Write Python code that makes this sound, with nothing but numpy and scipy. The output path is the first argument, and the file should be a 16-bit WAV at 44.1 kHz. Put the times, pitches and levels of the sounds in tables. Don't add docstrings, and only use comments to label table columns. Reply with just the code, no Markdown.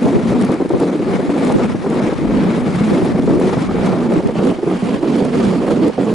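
import sys
import numpy as np
from scipy import signal
from scipy.fft import rfft, irfft, next_fast_len
from scipy.io import wavfile
from scipy.ndimage import uniform_filter1d, minimum_filter1d, map_coordinates

SR = 44100
rng = np.random.default_rng(int(sys.argv[2]) if len(sys.argv) > 2 else 0)


def put_to_file(sound):
    columns = np.atleast_2d(sound).T
    safe = np.clip(columns, -1, 1)
    whole_steps = np.round(safe * 32767)
    wavfile.write(sys.argv[1], SR, whole_steps.astype(np.int16))


N = 270770
TIME = np.arange(N) / SR
CUTOFF_HZ = 11000

# landing_s, air_s (time off the snow before it), pressure_db, slap_db, crunch_db
LANDINGS = [(.015, .03, -11.5, -9, -41), (0.063, 0.0074, -9, -5, -21), (0.253, 0.044, -4, -3, -38),
            (.304, .008, -7, -5, -26), (0.35, .016, -3, -3, -40), (0.492, 0.034, -8, 4, -44),
            (.599, 0.038, -13, -4, -31), (.616, .005, -2, -1, -27), (.649, 0.023, -34, -5.5, -44),
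            (.702, 0.04, -36, -3.5, -20), (0.736, 0.015, -9, -9, -19), (0.808, .033, -4.5, -3, -20),
            (0.892, 0.057, -1, -19, -38), (.945, 0.024, 1, -4.5, -33), (0.991, 0.026, -8, -4, -26),
            (1.056, 0.021, -15, -22, -32), (1.19, 0.026, -6.5, -6, -38), (1.225, 0.015, -16, -10, -35),
            (1.294, .034, -10, -8, -24), (1.353, .012, -4, -5, -34), (1.5, 0.0079, 4, -9, -14.5),
            (1.557, 0.033, -4, -6, -32), (1.643, .01, 0, -5, -22), (1.745, 0.085, -7, -6, -30),
            (1.841, 0.08, -13, -24, -26), (1.861, .033, -3, -8, -21), (1.961, 0.023, -6, -10, -38),
            (2.001, 0.0071, -6, 0, -12), (2.121, .022, -15, -8.5, -19.5), (2.181, 0.052, -20, -22, -44),
            (2.216, .036, -5, -21, -42), (2.243, .012, -1, -1.5, -36), (2.29, .02, -7, -8, -38),
            (2.577, 0.058, -1.5, -3, -29), (2.666, 0.032, -1.5, -3, -36), (2.741, 0.039, -6, -14, -28),
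            (2.808, .025, -6.5, 3.5, -40), (3.145, 0.033, -10, -2, -37), (3.19, .025, 0, 3, -36),
            (3.232, .022, -3, -7, -31), (3.275, 0.025, -12, 3.5, -20), (3.569, 0.086, -10.5, -1, -35),
            (3.613, 0.031, -7, -7, -30), (3.687, .036, -11, -4, -39), (3.741, 0.02, -11, -11, -33),
            (3.926, .012, -3, -2, -21), (4.054, 0.031, -2, -10, -40), (4.232, 0.025, -13, -18, -41),
            (4.286, .04, -6, -2, -28), (4.389, 0.12, -4, -6, -25), (4.514, 0.0098, -4, -7, -23),
            (4.584, .06, -17.5, -29, -29), (4.626, 0.032, -17, -5, -45), (4.665, 0.02, -20, -2.5, -38),
            (4.823, .048, -11, -2, -38), (5.03, 0.081, -5, -1.5, -37), (5.218, 0.0044, 0, 1, -40),
            (5.236, .012, -12, -17, -29), (5.34, .07, -3, -4, -38), (5.679, .025, -6, 2, -26),
            (5.979, 0.074, -23, -2, -42), (6.069, 0.02, -5, -16, -24)]
# crest_s, length_s, bite_db, weight_db, powder_db, ripples_per_s, ripple_depth_db
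SNOWDRIFTS = [(0.059, .27, 2, 3, 4, 272, -3.5), (0.299, 0.062, 4.5, 2.5, 3.5, 213, 4),
              (0.443, 0.15, 6, 5, -2, 247, -3), (0.828, 0.06, 2, 6, 8, 330, -3.5),
              (1.148, 0.082, 6.5, -.5, -5, 340, -4), (1.47, 0.25, 7, 4, 1, 255, -2),
              (1.649, 0.028, 4, 1, 2, 257, -3.5), (2.05, 0.23, 6.5, 1.5, -3, 325, -3),
              (2.41, 0.17, 5.5, 4, -7, 215, 5.5), (2.603, 0.17, 3.5, -0.5, -1, 210, -10),
              (2.768, 0.078, 2.5, -1.5, -1, 190, 5), (2.919, 0.32, 6, 4.5, 2, 240, 0),
              (3.066, 0.06, 1.5, 0, 0, 290, -1), (3.314, 0.17, 1, 6, 3.5, 270, 0),
              (3.453, 0.071, 4, 4, 4, 275, -5.5), (3.528, 0.057, 7.5, 13.5, 2, 328, -12),
              (3.63, 0.091, 3, -1.5, 2, 270, -2), (3.885, 0.24, 5, 3.5, -2.5, 201, -14),
              (4.151, 0.11, 3.5, 5, 1, 300, -18), (4.46, .13, 6.5, 6, .5, 272, -8),
              (4.873, 0.23, 5.5, 1.5, 1, 235, -8), (5.017, 0.11, -0.5, -2.5, -2, 300, -5.5),
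              (5.181, 0.24, 5.5, 4.5, 1.5, 245, -5.5), (5.467, .18, 7, 4.5, 2, 207, -7.5),
              (5.715, 0.089, 8, 6.5, 2.5, 258, 1), (5.842, 0.094, 6, 6.5, -2.5, 255, -2),
              (6.108, 0.23, 2.5, 3, 2, 235, -4)]


def from_db(db):
    return 10 ** (np.asarray(db) / 20)


def rms_one(x):
    return x / np.sqrt(np.mean(x ** 2) + 1e-20)


def in_time(rows):
    s, *columns = np.transpose(rows)
    return [np.interp(TIME, s, column) for column in columns]


def colour(x, spectrum):
    hz, db = np.transpose(spectrum)
    size = next_fast_len(N)
    bins = np.maximum(np.fft.rfftfreq(size, 1 / SR), 1)
    gain = from_db(np.interp(np.log(bins), np.log(hz), db))
    return irfft(rfft(x, size) * gain, size)[..., :N]


def cut(x, hz, kind, order=2):
    sections = signal.butter(order, min(hz, .45 * SR), kind, fs=SR, output="sos")
    return signal.sosfilt(sections, x + 1e-18)


def drift(rate):
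    r = np.exp(-80 * np.pi * rate / SR)
    slow = signal.lfilter([1], [1, -2 * r, r * r], rng.standard_normal(N // 40 + 2002))[2000:]
    return np.interp(np.arange(N) / 40, np.arange(len(slow)), rms_one(slow))


def pan(db):
    return from_db(np.array([db, -db]) / 2)


def two_ports(mid, side, side_db):
    opposed = side * np.array([[1], [-1]])
    return rms_one(mid + from_db(side_db) * opposed)


def grains(per_s, spread_db):
    steps = np.minimum(rng.exponential(1, N), 4)
    sizes = from_db(spread_db * steps) * rng.choice([-1, 1], N)
    return rms_one(sizes * (rng.random(N) < per_s / SR))


def bursts(events, decay_s):
    kicks = np.zeros(N)
    for s, db in events:
        kicks[int(np.clip(s * SR, 0, N - 1))] += from_db(db)
    return signal.lfilter([1], [1, -np.exp(-1 / (decay_s * SR))], kicks + 1e-18)


def swell_at(s, length_s):
    return np.exp(-2 * ((TIME - s) / length_s) ** 2)


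def drumming(load_db, ripple, ripple_db=1.06, lump_db=1.0, steady_s=0.0195, glide_db=-29.5):
    knocks = [hull_body(grains(per_s=1000, spread_db=1.5), wander_db=5.5) for _ in range(2)]
    mid, side = [rms_one(flexing(part)) for part in knocks]
    boom = two_ports(mid + washboard(), side, side_db=-16.0)
    power = uniform_filter1d(np.mean(boom ** 2, axis=0), max(int(steady_s * SR), 1))
    steady_boom = rms_one(boom / np.sqrt(power + 0.076))
    hollows = rms_one(from_db(lump_db * np.minimum(drift(31.0), 0)))
    load = from_db(load_db + ripple_db * ripple) * hollows
    return steady_boom * np.sqrt(load ** 2 + pressing() ** 2 + from_db(glide_db) ** 2)


def hull_body(force, low_hz=120, soft_hz=620, wander_db=0):
    # pitch_hz, width_hz, level_db
    modes = [(190.3, 18.8, 6), (233, 31.5, 5), (347, 74, 5), (454, 29, -3.5), (640, 260, -21.5),
             (1157, 70, -11)]
    push = cut(force, soft_hz, "low")
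    ringing = 0
    for hz, width_hz, db in modes:
        r = np.exp(-np.pi * width_hz / SR)
        poles = [1, -2 * r * np.cos(2 * np.pi * hz / SR), r * r]
        share = from_db(db + wander_db * drift(4.14))
        ringing = ringing + (1 - r * r) / 2 * signal.lfilter([1, 0, -1], poles, share * push)
    return cut(ringing, low_hz, "high", order=3)


def flexing(x, sway_s=0.002216, rate=4.976):
    return map_coordinates(x, [(TIME + sway_s * drift(rate)) * SR], order=1, mode="mirror")


def washboard(jitter=.17, overtone_db=-17.5, swell_db=3.5):
    ripples = [(crest, per_s, db) for crest, *_, per_s, db in SNOWDRIFTS]
    hz, depth_db = in_time(ripples)
    phase = 2 * np.pi * np.cumsum(hz * np.exp(jitter * drift(54.94))) / SR
    shake = np.sin(phase) + from_db(overtone_db) * drift(39) * np.sin(2 * phase)
    return rms_one(shake * from_db(swell_db * drift(13.7))) * from_db(depth_db)


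def pressing(press_db=-10.0, press_s=0.016):
    gain = np.zeros(N)
    for landing, _, _, db, _ in LANDINGS:
        down = slice(*np.searchsorted(TIME, [landing, landing + press_s]))
        push = np.sqrt(np.abs(np.sin(np.pi * (TIME[down] - landing) / press_s)))
        gain[down] += from_db(db + press_db) * push
    return gain


def contact(edge_s=0.0077, lift_s=0.0061):
    db = np.zeros(N)
    for landing, air_s, pressure_db, _, _ in LANDINGS:
        takeoff = landing - air_s
        aloft = slice(*np.searchsorted(TIME, [takeoff, landing]))
        lifting_db = pressure_db * (1 - np.exp((takeoff - TIME[aloft]) / lift_s))
        db[aloft] = np.minimum(db[aloft], lifting_db)
    return uniform_filter1d(db, max(int(edge_s * SR), 1))


def snowdrifts():
    rows = np.array(SNOWDRIFTS)
    crest, length = rows[:, :1], rows[:, 1:2]
    swells = np.exp(-np.pi * ((TIME - crest) / length) ** 2)
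    return rows[:, 2:5].T @ swells


def slaps(slap_db=-11.0, crunch_db=4.0, crunch_hz=1300):
    pushes = bursts([(s, db) for s, _, _, db, _ in LANDINGS], decay_s=0.00015)
    boom = hull_body(pushes, soft_hz=674)
    unit = hull_body(bursts([(0, 0)], decay_s=.00015), soft_hz=750)
    crust = cut(grains(per_s=5500, spread_db=-3.0), 264, "high")
    crust = rms_one(cut(crust, 800, "low", order=3))
    caving = bursts([(s, db) for s, *_, db in LANDINGS], decay_s=0.0097)
    crunch = cut(crust * caving, crunch_hz, "low")
    return from_db(slap_db) * boom / np.max(np.abs(unit)) + from_db(crunch_db) * crunch


def scrape(scrape_db, ripple, looking_up, ripple_db=1.9):
    # pitch_hz, level_db
    ahead = [(100, -11), (500, 3), (900, 3.5), (1250, -0.2), (1600, -4.5), (2250, -4), (2800, -11),
             (4000, -14.5), (6000, -24), (11000, -31.5)]
    upward = [(100, -7), (500, 0), (900, 3.5), (1250, -0.5), (1600, -5.5), (2250, -6), (2700, -9),
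              (3250, -9.5), (3800, -17), (4500, -15), (6000, -29), (11000, -45)]
    # pitch_hz, left_right_db
    balance = [(500, -12.5), (1150, 7), (1700, 3), (2300, 1), (3000, 0), (11000, -1)]
    grit = two_ports(grains(per_s=12000, spread_db=2.5), rng.standard_normal(N), side_db=-6.5)
    grit = grit * from_db(ripple_db * ripple)
    rasp_ahead = rms_one(colour(grit, ahead))
    rasp_upward = rms_one(colour(grit, upward))
    rasp = (1 - looking_up) * rasp_ahead + looking_up * rasp_upward
    sides = [colour(port, [(hz, sign * db / 2) for hz, db in balance]) for port, sign in zip(rasp, (1, -1))]
    return rms_one(np.array(sides)) * from_db(scrape_db)


def spray(hiss_db, ripple, ripple_db=1.57, floor_db=-52.0):
    # pitch_hz, level_db
    hiss = [(1500, 2), (3500, 3.5), (5000, 1.5), (6000, 0), (7000, 0), (8000, -2), (11000, -5.5)]
    fine = two_ports(grains(per_s=18000, spread_db=4.5), rng.standard_normal(N), side_db=-12.5)
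    strength = np.hypot(from_db(hiss_db + ripple_db * ripple), from_db(floor_db))
    return rms_one(colour(fine, hiss)) * strength


def patchy(x, patch_db=1.5, rate=20, low_hz=500, count=22):
    size = next_fast_len(N)
    spectrum = rfft(x, size)
    place = np.log(np.maximum(np.fft.rfftfreq(size, 1 / SR), 1))
    centres = np.linspace(np.log(low_hz), np.log(CUTOFF_HZ), count)
    bands = (irfft(spectrum * np.interp(place, centres, one), size)[..., :N] for one in np.eye(count))
    return sum(band * from_db(patch_db * drift(rate)) for band in bands)


def cracks(low_hz=1400):
    # peak_s, level_db, length_s
    ticks = [(.4135, -28, .0025), (0.424, -25, 0.0029), (.4495, -30.5, 0.0041), (0.5195, -28, 0.0013),
             (.5421, -30, .0011), (.694, -34, 0.0038), (0.802, -30.5, 0.0045), (1.45, -28.5, .003),
             (1.524, -27, 0.0019), (1.902, -33, .002), (2.438, -31, 0.0011), (2.759, -36, .008),
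             (3.052, -36, .008), (3.401, -31, 0.0027), (3.861, -28, 0.0012), (4.139, -31, .002),
             (4.274, -33, 0.0024), (4.451, -32, .004), (5.164, -35, .004), (5.251, -33, .007),
             (5.882, -35.5, .008)]
    snap = cut(two_ports(*rng.standard_normal((2, N)), side_db=-10.0), low_hz, "high")
    return snap * sum(from_db(db) * swell_at(s, length) for s, db, length in ticks)


def heaves(top_hz=105):
    # peak_s, level_db, length_s, lowest_hz
    ridges = [(.29, -31, .13, 65), (2.3, -29, 0.13, 25), (3.782, -34, .14, 25), (5.48, -32, .18, 70)]
    shudder = cut(rng.standard_normal(N), top_hz, "low", order=3)
    thuds = 0
    for s, db, length, low_hz in ridges:
        thud = rms_one(cut(shudder, low_hz, "high", order=3))
        thuds = thuds + thud * from_db(db) * swell_at(s, length)
    return thuds


def wind(rumble_db, lump_db=2.5, eddy_db=-0.5, buffet_s=0.02):
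    # peak_s, level_db
    buffets = [(0.057, -13), (0.159, -7.5), (0.747, -11.5), (1.555, -7.5), (2.479, -18), (2.924, -15),
               (3.032, -14.5), (3.296, -19), (3.47, -21), (4.262, -12), (4.95, -21), (5.2, -27),
               (5.46, -23)]
    # pitch_hz, level_db
    flow_spectrum = [(12, -20), (30, -7.5), (55, -6.5), (90, 0), (170, 3.5), (260, 1), (400, -15),
                     (800, -26), (2000, -66)]
    eddy_spectrum = [(25, -24), (80, 20), (200, 19.5), (380, 17.5), (700, 5.5), (1200, -10), (3000, -53.5)]
    flow = two_ports(*rng.standard_normal((2, N)), side_db=7.0)
    lumps = from_db(lump_db * drift(26))
    rumble = rms_one(colour(flow, flow_spectrum) * lumps) * from_db(rumble_db)
    swirl = two_ports(*rng.standard_normal((2, N)), side_db=11.0)
    puffs = sum(from_db(db) * swell_at(s, buffet_s) for s, db in buffets)
    return rumble + from_db(eddy_db) * puffs * rms_one(colour(swirl, eddy_spectrum))


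def scene(wind_db=-2.0, scrape_lift=0.088, spray_lift=0.21, looking_up_db=-2.0, snow_db=1.26, clear_s=0.028):
    # time_s, rumble_db
    airflow = [(0.0, -29), (0.27, -17.5), (0.6, -29), (0.74, -23), (0.92, -33), (1.17, -17.5), (1.4, -31),
               (1.62, -17), (1.85, -25), (2.35, -18.5), (2.7, -23), (3.3, -18.5), (4.25, -22.5),
               (4.82, -36), (5.2, -33), (5.7, -23.5), (5.9, -46), (6.14, -40)]
    # time_s, left_right_db
    heading = [(0, 0.7), (2.6, 0.6), (3.6, 0.1), (4.5, -2), (5.3, -3), (6.14, -3)]
    drumming_db, scrape_db, spray_db = -17.0, -32.5, -48
    (rumble_db,), (side_db,) = in_time(airflow), in_time(heading)
    bite_db, weight_db, powder_db = snowdrifts()
    ripple, skip_db = drift(34.5), contact()
    clear_db = uniform_filter1d(skip_db, max(int(clear_s * SR), 1))
    looking_up = np.interp(TIME, [3.7, 4.5], [0, 1])
    hull = drumming(drumming_db + weight_db + skip_db, ripple) + slaps()
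    runners_db = scrape_db + bite_db + scrape_lift * clear_db + looking_up_db * looking_up
    runners = scrape(runners_db, ripple, looking_up)
    crystals = spray(spray_db + bite_db + powder_db + spray_lift * clear_db, ripple)
    snow = from_db(snow_db) * patchy(runners * pan(side_db) + crystals * pan(0.24 * side_db))
    return hull * pan(side_db) + snow + cracks() + heaves() + wind(rumble_db + wind_db)


def record(dry, ceiling_db=-5.3, release_db_per_s=450):
    port_peak = np.max(np.abs(dry), axis=0) / .93
    mean_peak = np.abs(np.mean(dry, axis=0)) / from_db(ceiling_db)
    over_db = 20 * np.log10(np.maximum(np.maximum(mean_peak, port_peak), 1))
    release_db = release_db_per_s * TIME
    held_db = np.maximum.accumulate(over_db + release_db) - release_db
    gain_db = uniform_filter1d(minimum_filter1d(-held_db, size=65), size=65)
    top_cut = signal.ellip(12, .05, 60, CUTOFF_HZ, fs=SR, output="sos")
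    return signal.sosfiltfilt(top_cut, dry * from_db(gain_db))


dry = scene()
out = record(dry)
put_to_file(out)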